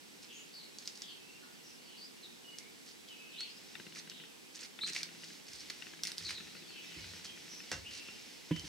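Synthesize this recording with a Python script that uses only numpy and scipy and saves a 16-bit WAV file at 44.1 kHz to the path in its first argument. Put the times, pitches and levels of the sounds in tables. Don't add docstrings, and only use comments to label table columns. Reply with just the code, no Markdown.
import sys
import numpy as np
from scipy import signal
from scipy.fft import rfft, irfft, next_fast_len
from scipy.io import wavfile
from scipy.ndimage import map_coordinates

SR = 44100
rng = np.random.default_rng(int(sys.argv[2]) if len(sys.argv) > 2 else 0)


def to_wav(sig):
    pcm = np.clip(np.atleast_2d(sig), -1, 1) * 32767
    pcm = np.round(pcm).astype(np.int16)
    wavfile.write(sys.argv[1], SR, pcm.T)


N = 382774

# t/s, length/s, level/dB (levels are relative within each source)
SCUFFS = [(0.22, 0.031, -55.5), (0.78, 0.29, -58.5), (2.861, 0.056, -56), (3.948, 0.055, -48.5),
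          (4.541, 0.044, -53.5), (4.59, 0.074, -50), (4.862, 0.041, -43), (4.924, 0.097, -46.5),
          (5.181, 0.2, -57.5), (5.467, 0.18, -54.5), (6.042, 0.065, -48.5), (6.167, 0.19, -52),
          (6.283, 0.049, -48.5), (7.242, 0.028, -49.5), (7.906, 0.094, -50), (8.643, 0.08, -53)]
# t/s, level/dB, f/Hz
GRAIN_SNAPS = [(0.7847, -29.5, 5940), (0.8745, -21.5, 5430), (0.974, -34.5, 5470), (1.0189, -25, 5360),
               (2.5845, -26.5, 5660), (3.086, -38, 4200), (3.4052, -27, 4200), (4.0972, -28.5, 4650),
               (4.557, -31, 6040), (4.9326, -24.5, 5280), (4.9482, -27, 6420), (4.9616, -26, 4960),
               (4.988, -32, 5200), (5.0307, -18.5, 4760), (5.241, -33.5, 5050), (5.5323, -30, 5220),
               (5.699, -24, 4600), (6.0339, -17.5, 5230), (6.0513, -25.5, 5400), (6.0701, -21.5, 4870),
               (6.085, -38, 5170), (6.117, -25.5, 4470), (6.1804, -23, 5080), (7.246, -32.5, 6600),
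               (8.5945, -30, 5760)]
# t/s, level/dB
CRUNCHES = [(3.405, -40), (4.9626, -33), (5.701, -35.5), (6.0508, -40), (6.2913, -37), (6.3057, -32.5),
            (8.562, -39)]
# t/s, level/dB
STRIDES = [(3.7, -59.5), (5.15, -58.5), (5.8, -55.5), (6.38, -56), (7.06, -53.5), (7.6, -54.5), (8.17, -55),
           (8.72, -54.5)]

# start/s, stop/s, hum level/dB, tick level/dB
FOCUS_RUNS = [(3.752, 4.266, -68, -34), (4.788, 5.364, -67, -34.5), (5.821, 7.72, -68, -37.5)]
# delay/s, level/dB re the run's ticks, gain of the low knock
START_TICKS = [(0, -0.5, 0.072), (0.045, -5.5, 1.22), (.113, -9.5, 1.7)]
# t/s, level/dB
CLEAR_TICKS = [(4.198, -43.5), (6.4, -47), (6.469, -48), (6.566, -45), (8.0841, -43)]

# t/s, level/dB, rise/s
STEPS = [(5.48, -62, 0.04), (6.168, -53, 0.053), (6.961, -51.5, 0.014), (7.718, -50.5, 0.007),
         (8.516, -45.5, 0.037)]
# t/s, level/dB
PANEL_BUMPS = [(6.961, -52), (8.5094, -27), (8.565, -49), (8.637, -46)]
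COVER_CLACKS = [(7.716, -19.5), (7.7187, -24), (7.7281, -25.5), (7.74, -32), (7.7641, -32)]

# f/Hz, level/dB, t60/s
LENS_MODES = [(825, -10, 0.019), (1475, 0, 0.025), (1860, 2.5, 0.027), (2660, 6.5, 0.018),
              (3580, 1.5, 0.016)]
CAMERA_BODY_MODES = [(203, -6.5, 0.055), (346, 2.5, 0.015)]
BOARD_MODES = [(61.2, -12, 1.3), (72, -16, 1.3), (92.9, -5, 1.1), (108, 1, 0.19), (162, 1.5, 0.35)]
PANEL_MODES = [(167, 2, 0.13), (220.5, -13, 0.25), (298.5, 5, 0.07), (473, -2.5, 0.036), (995, -13, 0.039),
               (1615, -17, 0.04)]
COVER_MODES = [(300, -2.3, 0.1), (531, 1.5, 0.19), (1666, 1.7, 0.08), (1777, -0.31, 0.12),
               (1940, 0.76, 0.082), (2740, -1, 0.15), (5170, 1, 0.099)]

# t/s, length/s, f/Hz, level/dB, rasp (0-1)
CHEEPS = [(0.324, 0.098, 6870, -58, 0.3), (2.009, 0.057, 4900, -52, 0.18), (3.381, 0.065, 4440, -44, 0.12),
          (4.81, 0.0447, 4100, -37.5, 0.28), (7.848, 0.057, 2910, -50, 0.35)]
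SLURS = [(0.528, .135, 4130, -54, 0.37), (1.04, .12, 4200, -60, 0.3), (1.84, 0.1, 4150, -65, 0.15),
         (2.227, 0.04, 3660, -52.5, 0.26), (3.077, .07, 2820, -55, 0.24), (6.249, 0.05, 3904, -42.5, 0.36),
         (6.347, 0.04, 3750, -47, 0.28)]
CHATTER = [(0.284, .12, 3000, -56, 0.66), (1.028, 0.11, 3210, -53.5, 0.52), (1.423, 0.043, 1395, -63, 0.8),
           (1.624, .14, 5380, -60.5, 0.5), (1.853, 0.14, 2940, -61.5, 0.52), (3.32, 0.17, 3160, -53, 0.83),
           (4.105, .15, 3286, -56.5, 0.76), (6.718, 0.1, 2970, -56.5, 0.47),
           (6.978, 0.16, 4080, -58.5, 0.53), (7.491, 0.16, 5470, -54, 0.37)]
WHISTLES = [(0.735, 0.077, 3930, -64, 0.04), (1.162, .05, 2576, -62, 0.17), (1.27, 0.1, 2660, -62.5, .2),
            (1.969, 0.049, 4500, -56.5, 0.3), (2.442, 0.14, 2860, -60.5, 0.05),
            (2.521, 0.172, 2172, -65.5, 0.36), (3.129, 0.21, 2556, -58.5, 0.24),
            (3.484, 0.1, 4900, -60, 0.05), (6.669, 0.088, 4280, -57.5, .2),
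            (6.688, 0.26, 2580, -59.5, 0.37), (7.254, 0.072, 3150, -55.5, 0.1),
            (7.919, 0.26, 2705, -57, .3), (8.514, 0.087, 2993, -50, 0.2)]
# start/s, stop/s, chirps per second, level/dB
TWITTER = [(0, 8.68, 9, -69), (6.45, 7.3, 18, -61)]
# starting pitch ratio, closing bend ratio, settling rate per note, warble/dB
CHEEP_SHAPE, SLUR_SHAPE = (0.86, 1.0, 4.5, 0.5), (1.17, 0.98, 2.0, 0)
CHATTER_SHAPE, WHISTLE_SHAPE = (1.06, 0.98, 2.2, 0.6), (1.035, 1.04, 4.09, 3.9)

# f/Hz, level/dB
SAND = [(300, -46), (1200, -19), (2200, -18), (4500, 3.5), (6000, 0.5), (7500, -9), (9500, -10),
        (11000, -34), (15000, -39)]
RASP = [(60, -35), (250, -2), (900, -12), (1400, 0.5), (2000, 8.5), (3000, 5), (6000, -20)]
FIZZ = [(6000, -33), (8500, 5), (12000, -8), (16000, -10)]
FABRIC = [(500, -10), (1200, -14.5), (2000, -2.5), (3500, -2.5), (5500, 0.5), (7500, -10), (10000, -17.5),
          (15000, -28)]
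BOARD_RUMBLE = [(50, -26), (62, 2.5), (110, -2), (170, -22), (330, -17), (700, -28), (2000, -70)]
COVER_CRACK = [(30, -30), (130, 2.5), (420, -0.5), (950, -1.5), (1600, 3.5), (3000, -4), (5500, 5),
               (7500, -6.5), (15000, -40)]
AIR = [(15, -52), (25, 12), (70, -21), (189, 0), (248, 1), (473, -3.5), (604, -10.5), (857, -8),
       (1180, -12), (2890, -7), (5230, -7), (7220, -12.5), (8050, -13), (13800, -19.5), (15800, -23.5)]
# f/Hz, level/dB
AIR_WIDTH = [(60, 6), (200, 3), (380, 5), (700, 1), (1290, 1.5), (2380, 2.5), (4400, -5), (8120, -1),
             (15000, -2)]
# f/Hz, t60/s
YARD_DECAY = [(200, 0.23), (2000, 0.38), (5000, 0.13), (12000, 0.22)]

FIRM_DB, RASP_DB, RASP_GROWTH = -49, -7.5, 0.49
GRAINS_PER_S, GRAIN_OVER_DB, GRAIN_HZ = 40, 13, 5000
NEAREST_S, NEAR_SPAN_S, FAR_FIZZ = 6.06, 0.28, 0.37
CRUNCH_T60_S, SWISH_HALF_POWER_S = 0.029, 0.22
MOTOR_HZ, HUNT_GAP_S, HUNT_DB, KNOCK_GAIN = 166, 0.07, -47, 0.98
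WARBLE_HZ, PITCH_WAVER, OCTAVE_DB = 13.4, 0.00754, -26
HOUSE_ECHO_S, HOUSE_ECHO_DB = 0.058, -17
LOW_CUT_HZ, TOP_HZ = 56, 15830


def sandals():
    out = np.zeros(N)
    for s, length, db in SCUFFS:
        t = clock(length)
        grains = rng.standard_normal(len(t)) * (rng.random(len(t)) < 450 / SR)
        crackle = unit(filtered(grains, lambda hz: amp(along(SAND, hz))))
        clumps = amp(3 * wobble(170, len(t)))
        grind = unit((noise(SAND, len(t), grain_db=3) + 0.6 * crackle) * clumps)
        rasp = amp(RASP_DB + RASP_GROWTH * (db - FIRM_DB)) * noise(RASP, len(t), grain_db=7)
        add(out, s, amp(db - 0.5) * swell(t, edge=0.24) * (grind + rasp))
    return yard(out, wet_db=-4) * pan(-1.8)


def small_grains():
    for s, length, db in SCUFFS:
        for _ in range(round(GRAINS_PER_S * length)):
            when = s + length * rng.random()
            yield when, db + GRAIN_OVER_DB + rng.normal(), GRAIN_HZ * np.exp(0.26 * rng.normal())


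def grit():
    out, t = np.zeros(N), clock(0.027)
    age = t / 0.00016
    for s, db, hz in list(GRAIN_SNAPS) + list(small_grains()):
        snap = age * np.exp(1 - age) * np.sin(2 * np.pi * (hz * t + rng.random()))
        crumbs = amp(-11 - 60 * t / 0.018) * noise(SAND, len(t), grain_db=2)
        body = amp(-30 - 60 * t / 0.07) * noise(RASP, len(t))
        nearness = max(np.exp(-((s - NEAREST_S) / NEAR_SPAN_S) ** 2), FAR_FIZZ)
        fizz = nearness * amp(-16 - 60 * t / 0.016) * noise(FIZZ, len(t))
        debris = (crumbs + body + fizz) * attack(t, 0.00032)
        add(out, s + 0.001, amp(db - 1.5) * (snap + debris))
    return yard(highpass(out, hz=1100, order=2), wet_db=-4) * pan(-1.7)


def crunches():
    out, t = np.zeros(N), clock(0.05)
    for s, db in CRUNCHES:
        crackle = noise(RASP, len(t), grain_db=2.5) + amp(-2) * noise(SAND, len(t), grain_db=3.5)
        add(out, s, amp(db - 60 * t / CRUNCH_T60_S) * crackle * attack(t, 0.00071))
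    return yard(out, wet_db=-7.5) * pan(-1.3)


def clothes():
    t = np.arange(N) / SR
    power = sum(amp(db) ** 2 / (1 + ((t - s) / SWISH_HALF_POWER_S) ** 4) for s, db in STRIDES)
    rustle = np.sqrt(power) * amp(-1.5 + wobble(18)) * noise(FABRIC, grain_db=1.5)
    return yard(rustle, wet_db=-3.5) * pan(-0.33)


def lens_motor():
    out = np.zeros(N)
    ticks = [(s, db, KNOCK_GAIN) for s, db in CLEAR_TICKS]
    for start, stop, hum_db, tick_db in FOCUS_RUNS:
        t = clock(stop - start)
        phase = 2 * np.pi * MOTOR_HZ * t + 0.5 * wobble(14.15, len(t))
        hum = np.sin(phase) + 0.69 * np.sin(2 * phase + wobble(60, len(t)))
        add(out, start, amp(hum_db + 2.1 * wobble(22, len(t))) * hum * swell(t, edge=0.067))
        ticks += [(start + delay, tick_db + db, knock) for delay, db, knock in START_TICKS]
        for s in np.arange(start + 0.17, stop, HUNT_GAP_S):
            ticks.append((s + rng.normal(0, 0.015), rng.normal(HUNT_DB, 1.5), KNOCK_GAIN))
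    t = clock(0.083)
    for s, db, knock in ticks:
        detune = np.exp(0.06 * rng.normal())
        case = ring(LENS_MODES, detune * t, scatter_db=3)
        body = knock * ring(CAMERA_BODY_MODES, t, scatter_db=2)
        rattle = 0.42 * amp(-60 * t / 0.086) * noise(RASP, len(t))
        add(out, s + 0.001, amp(db - 7) * (case + body + rattle) * attack(t, 0.00047))
    return highpass(out, hz=125, order=4) * pan(7.7)


def metal_cover():
    out, t = np.zeros(N), clock(0.3)
    decay = 0.65 * amp(-60 * t / 0.004) + 0.089 * amp(-60 * t / 0.18)
    for s, db in COVER_CLACKS:
        crack = decay * noise(COVER_CRACK, len(t))
        sheet = amp(-27) * ring(COVER_MODES, t, scatter_db=1.5)
        add(out, s, amp(db) * (crack + sheet))
    return yard(out, wet_db=-8, stretch=0.55) * pan(-1.3)


def panel_bumps():
    out, t = np.zeros(N), clock(0.9)
    for s, db in PANEL_BUMPS:
        contact = amp(-15.5 - 60 * t / 0.088) * noise(RASP, len(t))
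        add(out, s, amp(db) * (ring(PANEL_MODES, t, scatter_db=2) + contact) * attack(t, 0.0028))
    return yard(out, wet_db=-12) * pan(-2.5)


def hollow_steps():
    out, t = np.zeros(N), clock(0.9)
    for s, db, rise in STEPS:
        rumble = amp(-4 - 60 * t / 0.87) * noise(BOARD_RUMBLE, len(t))
        add(out, s, amp(db - 0.5) * (ring(BOARD_MODES, t, scatter_db=2) + rumble) * attack(t, rise))
    return yard(out, wet_db=-12) * pan(-2.5)


def bird_note(length, hz, rasp, start, end, settle, warble_db):
    t = clock(length)
    glide = hz * (1 + (start - 1) * np.exp(-settle * t / length) + (end - 1) * (t / length) ** 2)
    trill = 0.19 * np.sin(2 * np.pi * 300 * t + 0.6 * wobble(40, len(t)))
    jitter = 0.06 * wobble(600, len(t)) + 0.035 * wobble(90, len(t))
    pitch = glide * (1 + rasp * (trill + jitter) + PITCH_WAVER * wobble(58.7, len(t)))
    phase = 2 * np.pi * np.cumsum(pitch) / SR
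    tone = np.sin(phase) + amp(OCTAVE_DB) * np.sin(2 * phase)
    warble = amp(warble_db * np.sin(2 * np.pi * WARBLE_HZ * t))
    flutter = amp(5 * rasp * wobble(245, len(t)) + 2 * wobble(45.6, len(t)))
    return unit(tone * warble * flutter * swell(t, edge=0.23))


def birds():
    near, far = np.zeros(N), np.zeros(N)
    for track, calls, shape in [(near, CHEEPS, CHEEP_SHAPE), (near, SLURS, SLUR_SHAPE),
                                (far, CHATTER, CHATTER_SHAPE), (far, WHISTLES, WHISTLE_SHAPE)]:
        for s, length, hz, db, rasp in calls:
            add(track, s, amp(db) * bird_note(length, hz, rasp, *shape))
    for start, stop, rate, db in TWITTER:
        for when, height, kind in rng.random((int(rate * (stop - start)), 3)):
            shape = CHEEP_SHAPE if kind < 0.5 else SLUR_SHAPE
            chirp = bird_note(0.06, 2200 + 3000 * height, 0.2, *shape)
            add(far, start + when * (stop - start), amp(db) * chirp)
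    out = amp(-2) * yard(near, wet_db=-0.5, stretch=2) + amp(-3) * yard(far, wet_db=1.5, stretch=1.5)
    add(out, HOUSE_ECHO_S, amp(HOUSE_ECHO_DB) * out)
    return out


def air():
    mid = noise(AIR)
    side = filtered(noise(AIR), lambda hz: amp(along(AIR_WIDTH, hz)))
    return amp(-58 + 0.097 * wobble(2.17)) * np.array([mid + side, mid - side]) * pan(-1.73)


def whine():
    t = np.arange(N) / SR
    tones = sum(np.sin(2 * np.pi * hz * t + 0.74 * wobble(23)) for hz in (7852, 7882))
    return amp(-78) * tones * pan(9.5)


def yard(x, wet_db, stretch=1):
    hz, t, spectra = signal.stft(rng.standard_normal((2, SR)), SR, nperseg=256)
    t60 = stretch * along(YARD_DECAY, hz)[:, None]
    tail = signal.istft(spectra * amp(-60 * t / t60), SR, nperseg=256)[1]
    tail = np.pad(tail / np.linalg.norm(tail[0]), ((0, 0), (SR // 300, 0)))
    return x + amp(wet_db) * signal.fftconvolve(np.atleast_2d(x), tail, axes=1)[:, :N]


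def amp(db):
    return 10 ** (np.asarray(db) / 20)


def unit(x):
    return x / np.sqrt(np.mean(x ** 2) + 1e-20)


def clock(length):
    return np.arange(int(length * SR)) / SR


def along(points, hz):
    f, values = np.transpose(points)
    return np.interp(np.log(hz + 1), np.log(f + 1), values)


def add(track, s, x):
    part = track[..., max(round(s * SR), 0):][..., :x.shape[-1]]
    part += x[..., :part.shape[-1]]


def wobble(rate, size=N):
    knots = rng.standard_normal(int(size * rate / SR) + 4)
    return map_coordinates(knots, [np.arange(size) * rate / SR])


def filtered(x, response):
    n = x.shape[-1]
    padded = next_fast_len(n + SR // 8)
    return irfft(rfft(x, padded) * response(np.fft.rfftfreq(padded, 1 / SR)), padded)[..., :n]


def highpass(x, hz, order):
    return signal.sosfilt(signal.butter(order, hz, "highpass", fs=SR, output="sos"), x)


def noise(spectrum, size=N, grain_db=0):
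    x = rng.standard_normal(size) * amp(grain_db * wobble(900, size))
    return unit(filtered(x, lambda hz: amp(along(spectrum, hz))))


def ring(modes, t, scatter_db):
    return sum(amp(db + scatter_db * rng.normal() - 60 * t / t60) * np.sin(2 * np.pi * hz * t)
               for hz, db, t60 in modes)


def attack(t, rise_s):
    return 1 - np.exp(-t / rise_s)


def swell(t, edge):
    return np.abs(np.sin(np.pi * t / t[-1])) ** edge


def pan(left_db):
    return amp([[left_db / 2], [-left_db / 2]])


def scene():
    background = air() + whine() + birds()
    walker = grit() + crunches() + sandals() + clothes()
    return background + walker + lens_motor() + hollow_steps() + panel_bumps() + metal_cover()


def record(dry):
    lag_s = np.array([[0], [0.7 / SR]])
    thinned = highpass(dry, LOW_CUT_HZ, order=6)
    return filtered(thinned, lambda hz: (hz < TOP_HZ) * np.exp(-2j * np.pi * hz * lag_s))


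dry = scene()
out = record(dry)
to_wav(out)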